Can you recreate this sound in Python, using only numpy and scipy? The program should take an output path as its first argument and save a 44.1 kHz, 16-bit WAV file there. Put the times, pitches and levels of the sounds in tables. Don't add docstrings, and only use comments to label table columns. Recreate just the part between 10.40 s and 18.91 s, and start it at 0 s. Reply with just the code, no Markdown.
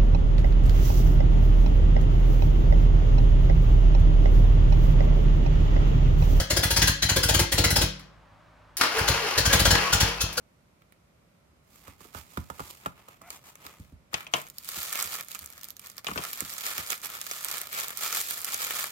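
import sys
import numpy as np
from scipy import signal
from scipy.fft import rfft, irfft, next_fast_len
from scipy.io import wavfile
from scipy.ndimage import uniform_filter1d

SR = 44100
rng = np.random.default_rng(int(sys.argv[2]) if len(sys.argv) > 2 else 0)


def output_pcm(signal):
    pcm = np.clip(np.atleast_2d(signal).T, -1, 1) * 32767
    wavfile.write(sys.argv[1], SR, np.round(pcm).astype(np.int16))


N = 375291
T = np.arange(N) / SR


def undb(db):
    return 10 ** (np.asarray(db) / 20)


def unit(x):
    return x / np.sqrt(np.mean(np.sum(x ** 2, axis=-1)))


def panned(db):
    gains = undb(np.array([[.5], [-.5]]) * db)
    return gains / np.sqrt(np.mean(gains ** 2, axis=0))


def placed(sound, pan_db, lag_s=.00036):
    lag = int(SR * lag_s) if pan_db else 0
    left, right = sound * panned(pan_db)
    delayed = lambda x: np.concatenate([np.zeros(lag), x])[:len(x)]
    return np.array([left, delayed(right)] if pan_db > 0 else [delayed(left), right])


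def add(out, s, sound):
    i = max(int(s * SR), 0)
    out[:, i:i + sound.shape[1]] += sound[:, :N - i]


def on_log(hz, points):
    f, value = np.transpose(points)
    return np.interp(np.log(hz + 1), np.log(f), value)


def convolve(x, response):
    return signal.oaconvolve(np.atleast_2d(x), np.atleast_2d(response), axes=-1)[:, :np.shape(x)[-1]]


def colour(x, points, size=4096):
    gains = undb(on_log(np.fft.rfftfreq(size, 1 / SR), points))
    cepstrum = irfft(np.log(gains))
    cepstrum[1:size // 2] *= 2
    cepstrum[size // 2 + 1:] = 0
    return convolve(x, unit(irfft(np.exp(rfft(cepstrum)))))


def fade(t60, size):
    return np.exp(-np.log(1000) * T[:size] / t60)


def stereo_noise(size):
    padded = next_fast_len(size, True)
    mid, side = rfft(rng.standard_normal((2, padded)))
    width = undb(on_log(np.fft.rfftfreq(padded, 1 / SR), [(500, -15), (1300, -7.5), (4000, -0.5)]))
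    spectrum = (mid + np.array([[1], [-1]]) * width * side) / np.hypot(1, width)
    return irfft(spectrum, padded)[:, :size]


def burst(t60, size=8000):
    return unit(stereo_noise(size) * fade(t60, size))


def ring(modes, size=8000):
    out = 0
    for k, (hz, db, t60) in enumerate(modes):
        gain = (-1) ** k * undb(db + 2 * rng.normal())
        detuned_hz = hz * (1 + 0.023 * rng.normal())
        out = out + gain * fade(t60, size) * np.sin(2 * np.pi * detuned_hz * T[:size])
    return unit(out)


def gestures(table, swell_db=9, swell_shape=1.4, quiet_db=-80):
    t = T[::64]
    peak_s, rise, fall, db, body_db, pan_db = np.transpose(table)[:, :, None]
    away = np.maximum((peak_s - t) / rise, (t - peak_s) / fall)
    power = undb(db - swell_db * away ** swell_shape) ** 2 + 1e-18
    share = power / power.sum(axis=0)
    level_db = 10 * np.log10(power.sum(axis=0))
    rows = np.column_stack([t, level_db, (share * body_db).sum(axis=0), (share * pan_db).sum(axis=0)])
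    return rows[level_db > quiet_db]


def avalanche(effort, peak_per_s, spread_db, bunch_db, bunch_s):
    s, *columns = np.transpose(effort)
    level_db, body_db, pan_db = (np.interp(T, s, c) for c in columns)
    per_s = peak_per_s * undb(.25 * (level_db - level_db.max()))
    bunch = uniform_filter1d(rng.standard_normal(N), max(int(bunch_s * SR), 2))
    scatter_db = spread_db * np.minimum(rng.exponential(size=N), 3.5)
    size = undb(scatter_db + bunch_db * np.clip(bunch / bunch.std(), -2, 2))
    size = size * (rng.random(N) < per_s / SR)
    power = uniform_filter1d(uniform_filter1d(size ** 2, SR // 40), SR // 60)
    at = np.flatnonzero((size > 0) & (T > s[0]) & (T < s[-1]))
    sizes = size[at] / np.sqrt(power[at]) * undb(level_db[at]) * panned(pan_db[at])
    return at, sizes, undb(body_db[at])


def snapping(at, sizes, flutter_db, flutter_t60):
    pulses = np.zeros((2, N))
    spots = T[::SR // 12]
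    drift = np.interp(T, spots, rng.normal(4, 9, len(spots)))
    lag = np.clip(drift + 3 * rng.standard_normal(N), -16, 16).astype(int)[at]
    signed = sizes * rng.choice([-1, 1], N)[at]
    np.add.at(pulses[0], np.clip(at + lag, 0, N - 1), signed[0])
    np.add.at(pulses[1], at, signed[1])
    decay = unit(fade(flutter_t60, size=1024)) ** 2
    left, right = stereo_noise(N // 6)
    noise = [left[(np.arange(N) - drift.astype(int)) % len(left)], np.resize(right, N)]
    flutter = np.sqrt(np.abs(convolve(pulses ** 2, decay))) * noise
    return (pulses + undb(flutter_db) * flutter) / np.hypot(1, undb(flutter_db))


# f/Hz, level/dB (table levels are relative; each layer adds its own trim)
BED_EQ = [(15, -63), (25, -0.5), (87, -6.5), (180, -6), (344, -16.5), (384, -16.5), (451, -18.5),
          (591, -15), (714, -21.5), (1370, -23), (1650, -28), (2280, -26.5), (2990, -32), (14400, -40.5),
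          (16000, -59)]
def room_tone(level_db=-63):
    size = next_fast_len(N, True)
    mid, side = rfft(rng.standard_normal((2, size)))
    width = undb(on_log(np.fft.rfftfreq(size, 1 / SR), [(150, -12.5), (600, 0), (2500, 1)]))
    air = irfft(mid + np.array([[1], [-1]]) * width * side, size)[:, :N]
    return colour(air, BED_EQ) * undb(level_db) * panned(-1.7)


# f/Hz, t60/s
REVERB_BANDS = [(100, 0.31), (1200, 0.19), (4000, 0.15), (14000, 0.11)]
def room(x, wet_db=-14, build_s=0.0026, size=20000):
    hz = np.fft.rfftfreq(size, 1 / SR)
    echoes = rfft(rng.standard_normal((2, size)) ** 3)
    tail = 0
    for centre, t60 in REVERB_BANDS:
        band = on_log(hz, [(f, f == centre) for f, _ in REVERB_BANDS])
        tail = tail + irfft(echoes * band) * fade(t60, size)
    tail = unit(tail * (1 - np.exp(-T[:size] / build_s)))
    return x + undb(wet_db) * convolve(x, tail)


# f/Hz, level/dB
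CRISP_EQ = [(1000, -24), (2500, -4.5), (3300, 0), (4800, 1.5), (6000, -0.5), (7100, 3.5), (8200, -0.5),
            (9200, 1), (10800, -3.5), (12500, 3.5), (14000, 1.5), (16000, -5.5)]
# f/Hz, level/dB
PANEL_EQ = [(60, -27.5), (150, 1.5), (400, 3.5), (700, 5), (950, 7.5), (1280, 10.5), (1550, 3), (2300, 7),
            (3500, -0.5), (7000, -33)]
# peak t/s, rise/s, fall/s, hiss level/dB, scrape over hiss/dB, pan/dB
RUBS = [(1.36, .07, 0.15, -57, -5.5, -6), (1.479, 0.054, 0.057, -54.5, 3.5, -6),
        (1.62, 0.026, 0.094, -52.5, -2.5, -7), (1.775, 0.034, 0.047, -43.5, -2.5, -8),
        (1.975, 0.11, 0.076, -51, -2.5, -6), (2.26, 0.13, 0.13, -47.5, -3.5, -4),
        (2.304, .006, 0.0064, -38, -5, -4), (2.465, .08, 0.052, -55.5, 4, -1),
        (2.59, .04, 0.046, -60.5, 6, -2), (2.72, 0.075, 0.057, -59, 4.5, -2.5),
        (2.935, 0.059, 0.047, -48.5, -1, -2), (3.08, 0.043, 0.045, -51, -1, -1),
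        (3.26, 0.065, .10, -51.5, 2, -1.5), (3.42, 0.045, 0.084, -62, -1.5, 1)]
def sliding():
    at, sizes, body = avalanche(gestures(RUBS), peak_per_s=22000, spread_db=1, bunch_db=3.5, bunch_s=.003)
    hiss = colour(snapping(at, sizes, flutter_db=1, flutter_t60=0.0082), CRISP_EQ)
    scrape = colour(snapping(at, sizes * body, flutter_db=4.5, flutter_t60=0.0072), PANEL_EQ)
    return undb(-1.66) * hiss + undb(-2.2) * scrape


# t/s, length/s, first slip rate/Hz, last slip rate/Hz, level/dB, panel over edge/dB
LID_TUGS = [(2.812, 0.079, 640, 730, -61.5, 15), (2.908, .07, 730, 156, -45.5, -6),
            (3.036, .07, 200, 1050, -50, -2)]
def creak(growth_db=6.5):
    jerks = np.zeros((2, N))
    for s, length, first_hz, last_hz, db, panel_db in LID_TUGS:
        at = np.arange(int(s * SR), int((s + length) * SR))
        progress = (T[at] - s) / length
        hz = first_hz * (last_hz / first_hz) ** progress
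        stagger, strength = rng.standard_normal((len(at), 2)).T
        cycles = np.cumsum(hz * (1 + .55 * stagger)) / SR
        slips = np.diff(np.floor(cycles), prepend=0) > 0
        size = slips * undb(db + growth_db * (progress - 2) + 3.1 * strength) * np.sqrt(SR / hz)
        jerks[:, at] += [size, size * undb(panel_db)]
    at_edge, in_panel = jerks
    edge = colour(convolve(at_edge, burst(0.0018)), CRISP_EQ)
    hollow_eq = [(300, -27), (650, 0.5), (950, 6), (1300, -1), (1700, -5), (2300, -1), (4000, -35)]
    return undb(-0.5) * edge + colour(in_panel, hollow_eq)


# f/Hz, level/dB, t60/s
THUMP_MODES = [(71.8, -5, 0.16), (90.1, -4, 0.31), (115.6, 0, 0.22), (141, 2, 0.096), (188, 2.5, 0.083),
               (256, 2.5, 0.063), (328, 1, 0.055)]
# f/Hz, level/dB, t60/s
KNOCK_MODES = [(411, -5.5, 0.04), (551, -1, 0.041), (688, -5.5, 0.054), (775, -6, 0.049), (856, -4, 0.06),
               (983, 1, 0.045), (1214, 8, 0.027), (1426, 1, 0.039), (1740, -7, 0.043), (1990, -12, 0.018)]
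# t/s, knock level/dB, thump level/dB, knock pan/dB, thump pitch/ratio
BOX_HITS = [(1.479, -42, -53, -5, 0.82), (1.605, -47, -59, -13, 1.26), (1.648, -50, -56, -14, 1.76),
            (1.747, -33.5, -47.5, -9, 0.78), (1.772, -41, -54, -9, 1), (1.972, -27, -34, -7.5, 1.017),
            (2.1, -30, -49, -9, 1.03), (2.194, -32, -49, -9, 0.76), (2.202, -32, -44, -0.5, 0.84),
            (2.4595, -22.5, -42, -1, 1.48), (2.684, -42, -61, -1, 1.37), (2.816, -44, -60, -6, 1.45),
            (3.25, -45, -59, 1, 1.1), (3.394, -67, -46.5, -4, 0.82), (3.522, -74, -49.5, 2.5, 0.74),
            (3.731, -34, -45.5, 5, 1.35), (3.945, -36, -48.5, 3, 1.54), (4.368, -61, -50, 1, 1.1),
            (4.644, -50, -55, 5, 0.78), (5.013, -62, -56.5, -5, 0.72), (5.685, -30, -44, 0, 1.8),
            (5.713, -30, -44, 0.5, 1.65), (5.758, -28.5, -42.5, 4, 1.34), (5.786, -30, -46, 3, 1.65),
            (6.015, -40, -44, 5, 1.4), (6.382, -41, -48.5, 1, 1.17)]
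def knocks(contact_s=0.00034, grip_t60=.6, size=8000):
    out = np.zeros((2, N))
    attack = 1 - np.exp(-T[:size] / contact_s)
    grip = fade(grip_t60, size)
    for s, db, thump_db, pan_db, pitch in BOX_HITS:
        panel = unit(ring(KNOCK_MODES) + undb(-8.5) * colour(burst(0.032), PANEL_EQ))
        tick = undb(0.56 * db - 2) * colour(burst(0.039), CRISP_EQ)
        thump = unit(ring([(hz * pitch, mode_db, t60) for hz, mode_db, t60 in THUMP_MODES]) * grip)
        boom = ring([(78, 0, 0.094)]) / pitch ** 2
        add(out, s, placed(attack * (undb(db + 22.5) * panel + tick), pan_db))
        add(out, s + .002, undb(thump_db + 31) * (thump + undb(-3.5) * boom) * panned(-2))
    return out


# f/Hz, level/dB, t60/s
TRAY_RING = [(147, -10, 0.35), (214, -21, 0.066), (360, -21, .08), (477, -7, .08), (640, -4, 0.16),
             (815, -8.5, 0.14), (1048, 5.5, 0.18), (1130, -4, 0.2), (2300, -9, 0.085), (2750, 6, 0.051),
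             (3090, 1.5, 0.11)]
# t/s, crack level/dB, ring level/dB, pan/dB
TRAY_HITS = [(3.7405, -15, -41, 4.5), (3.866, -33, -48, 1.5), (3.9367, -10.5, -26, 3),
             (3.9398, -38, -31, -1), (5.667, -19.5, -35.5, 0.5), (5.7754, -21.5, -36, 6)]
# f/Hz, level/dB
CRACK_EQ = [(200, -22), (700, 0), (1100, -2), (1600, -8), (2300, 0.5), (2850, 6), (3400, 0.5), (4200, -7.5),
            (6500, -8), (10000, -20), (16000, -39)]
def clacks():
    out = np.zeros((2, N))
    for s, db, ring_db, pan_db in TRAY_HITS:
        crack = unit(colour(burst(0.027), CRACK_EQ))
        tray = unit(ring(TRAY_RING) + undb(-1.5) * colour(burst(0.22), PANEL_EQ))
        add(out, s + .0008, placed(undb(db + 17.5) * crack + undb(ring_db + 29.5) * tray, pan_db))
    return out


# f/Hz, level/dB
SHEET_EQ = [(50, -31), (140, -15), (300, -15), (550, -7), (750, -6.5), (950, -6.5), (1120, 0), (1380, 3),
            (1540, -4.5), (1800, 0.5), (2050, -3), (2300, 2.5), (2600, -5), (3500, -5.5), (7000, -28.5)]
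# peak t/s, rise/s, fall/s, crackle level/dB, rustle over crackle/dB, pan/dB
FILM_MOVES = [(3.755, 0.019, 0.062, -44.5, 4.5, 1.5), (3.96, 0.026, 0.076, -41.5, -2.5, -0.5),
              (4.39, 0.11, 0.12, -33.5, -9.5, -1.5), (4.595, 0.087, .06, -31.5, -5, -2),
              (4.74, 0.094, 0.049, -33.5, -6.5, -2), (4.797, 0.01, 0.0099, -40, 2, -3),
              (4.94, 0.09, 0.11, -45, -8, -1.5), (5.21, 0.12, 0.12, -51.5, -5, -1.5),
              (5.455, 0.039, 0.069, -48, -6.5, -3), (5.586, .02, .015, -49, -3.5, 3),
              (5.68, 0.02, .04, -44.5, 1, 6), (5.84, 0.091, 0.083, -38, -4.5, -1.5),
              (6.015, 0.11, 0.47, -39.5, -8, -1.5), (6.27, .06, .09, -34, -5, -2),
              (6.4, .07, .07, -37.5, -4, -1), (6.515, .03, .04, -32, -7.5, -3),
              (6.645, .015, 0.026, -33, -5.5, -5), (6.74, 0.069, .09, -39.5, -4.5, -1),
              (6.93, 0.11, 0.16, -38, -8.5, -1.5), (7.13, 0.11, 0.1, -36, -5.5, -1.5),
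              (7.26, .04, .04, -45, -4, -1), (7.36, .04, .13, -32.5, -3.5, -0.5),
              (7.656, 0.077, 0.056, -30, -8.5, -1.5), (7.765, 0.073, 0.054, -29, -8, -1.5),
              (7.91, 0.2, 0.13, -34.5, -10.5, -1.5), (8.09, .05, 0.13, -34.5, -5.5, -0.5),
              (8.23, 0.056, 0.12, -32, -6.5, -1.5), (8.38, 0.11, 0.096, -31.5, -7, -1.5)]
def film():
    effort = gestures(FILM_MOVES)
    at, sizes, body = avalanche(effort, peak_per_s=7000, spread_db=3.2, bunch_db=2.6, bunch_s=.0016)
    fits = uniform_filter1d(rng.standard_normal(N), SR // 70)
    sizes = sizes * undb(1.7 * np.clip(fits / fits.std(), -2.5, 1.2))[at]
    crackle = colour(snapping(at, sizes, flutter_db=-3, flutter_t60=0.0027), CRISP_EQ)
    rustle = colour(snapping(at, sizes * body, flutter_db=3, flutter_t60=.016), SHEET_EQ)
    return undb(-1) * crackle + undb(0.76) * rustle * panned(-0.87)


def lesser_creases(count=130, full_effort_db=-10, db_per_effort_db=0.71, scatter_db=2, body_db=-10):
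    s, level_db, _, pan_db = gestures(FILM_MOVES).T
    when = rng.uniform(s[0], s[-1], count)
    strength, body, side = np.clip(rng.standard_normal((count, 3)).T, -1.7, 1.7)
    effort_db = np.interp(when, s, level_db - level_db.max())
    db = full_effort_db + db_per_effort_db * effort_db + scatter_db * strength
    return list(zip(when, db, body_db + 6.2 * body, np.interp(when, s, pan_db) + 4 * side))


# t/s, level/dB, body over crisp top/dB, pan/dB
ACCENT_SNAPS = [(0.4198, -47, 9, -1), (0.523, -37, 2, -7), (1.359, -35, -1, -2), (2.9042, -16, -4, -2),
                (3.155, -28, -0.5, -1.5), (3.2656, -20, -4, -3), (3.4, -35, -12, -5),
                (3.8065, -25, 6.5, -1), (4.017, -22, -13, -6), (4.1, -21.5, -19, -5.5),
                (4.1835, -13.5, -27, -7.5), (4.2893, -9.5, -11.5, -6.5), (4.5277, -8, -22, -3.5),
                (4.5559, -12, 0, -3.5), (4.626, -5.5, -22, -4), (4.8094, -13.5, -4.5, -4),
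                (4.8845, -18, -11, -8.5), (4.916, -16, -19, -9), (4.9488, -12.5, -12, -11),
                (4.9913, -16, -20, -3.5), (5.06, -19, -18, -4), (5.102, -24.5, -12, -3.5),
                (5.233, -19, -11, -7), (5.243, -15, -21, -9), (5.286, -22, -10, 2), (5.305, -18, -24, -10),
                (5.367, -21.5, -15, -7.5), (5.395, -20, -9.5, -5.5), (5.47, -20.5, -10, 2.5),
                (5.4996, -22, -9, -5), (5.581, -15.5, -12, -9.5), (5.6453, -19, 0, -7),
                (5.838, -13.5, -4, -9), (5.9317, -9.5, -11, -5), (6.0057, -7.5, -6, -10),
                (6.2655, -9, -7, 2), (6.38, -9.5, -4.5, -2.5), (6.504, -6, -10.5, -4.5),
                (6.8143, -11, -9.5, -1.5), (6.8668, -14.5, -7, -4.5), (6.9127, -8.5, -6, -2),
                (7.0468, -7, -25, -6.5), (7.0849, -10, -10, -5), (7.1141, -9.5, -8, -5.5),
                (7.215, -10, -8.5, -0.5), (7.4, -8, -14, -5.5), (7.4828, -10, -24, 0),
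                (7.5734, -11, -13, -9), (7.7268, -7.5, -4, 0), (7.8141, -8, -14, -1), (7.9083, -6, -5, -7),
                (8.0464, -8, -12.5, -3.5), (8.144, -5, -9.5, -3), (8.4416, -10, -1.5, 0)]
def creases(trim_db=4.5, size=1024):
    out = np.zeros((2, N))
    pulse = undb(-1.5) * signal.unit_impulse(size)
    for s, db, body_db, pan_db in ACCENT_SNAPS + lesser_creases():
        snap = unit(pulse + undb(3) * burst(0.0047, size) + undb(-2.5) * burst(0.024, size))
        db_per_octave = -.18 * (body_db + 2.5)
        facet_eq = [(hz, band_db + db_per_octave * np.log2(hz / 7000) + 3.9 * rng.normal())
                    for hz, band_db in CRISP_EQ]
        crisp = colour(snap, facet_eq, size)
        shake = unit(snap + undb(1) * burst(0.029, size))
        body = undb(body_db) * colour(shake, SHEET_EQ, size)
        add(out, s, placed((crisp + body) * undb(db + trim_db), pan_db))
    return out


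def scene():
    handling = film() + creases() + sliding() + creak() + knocks() + clacks()
    return room(handling) + room_tone()


def record(dry):
    low_cut = signal.butter(5, 52, "high", fs=SR, output="sos")
    high_cut = signal.ellip(10, .2, 80, 15900, fs=SR, output="sos")
    return signal.sosfilt(high_cut, signal.sosfilt(low_cut, dry))


dry = scene()
out = record(dry)
output_pcm(out)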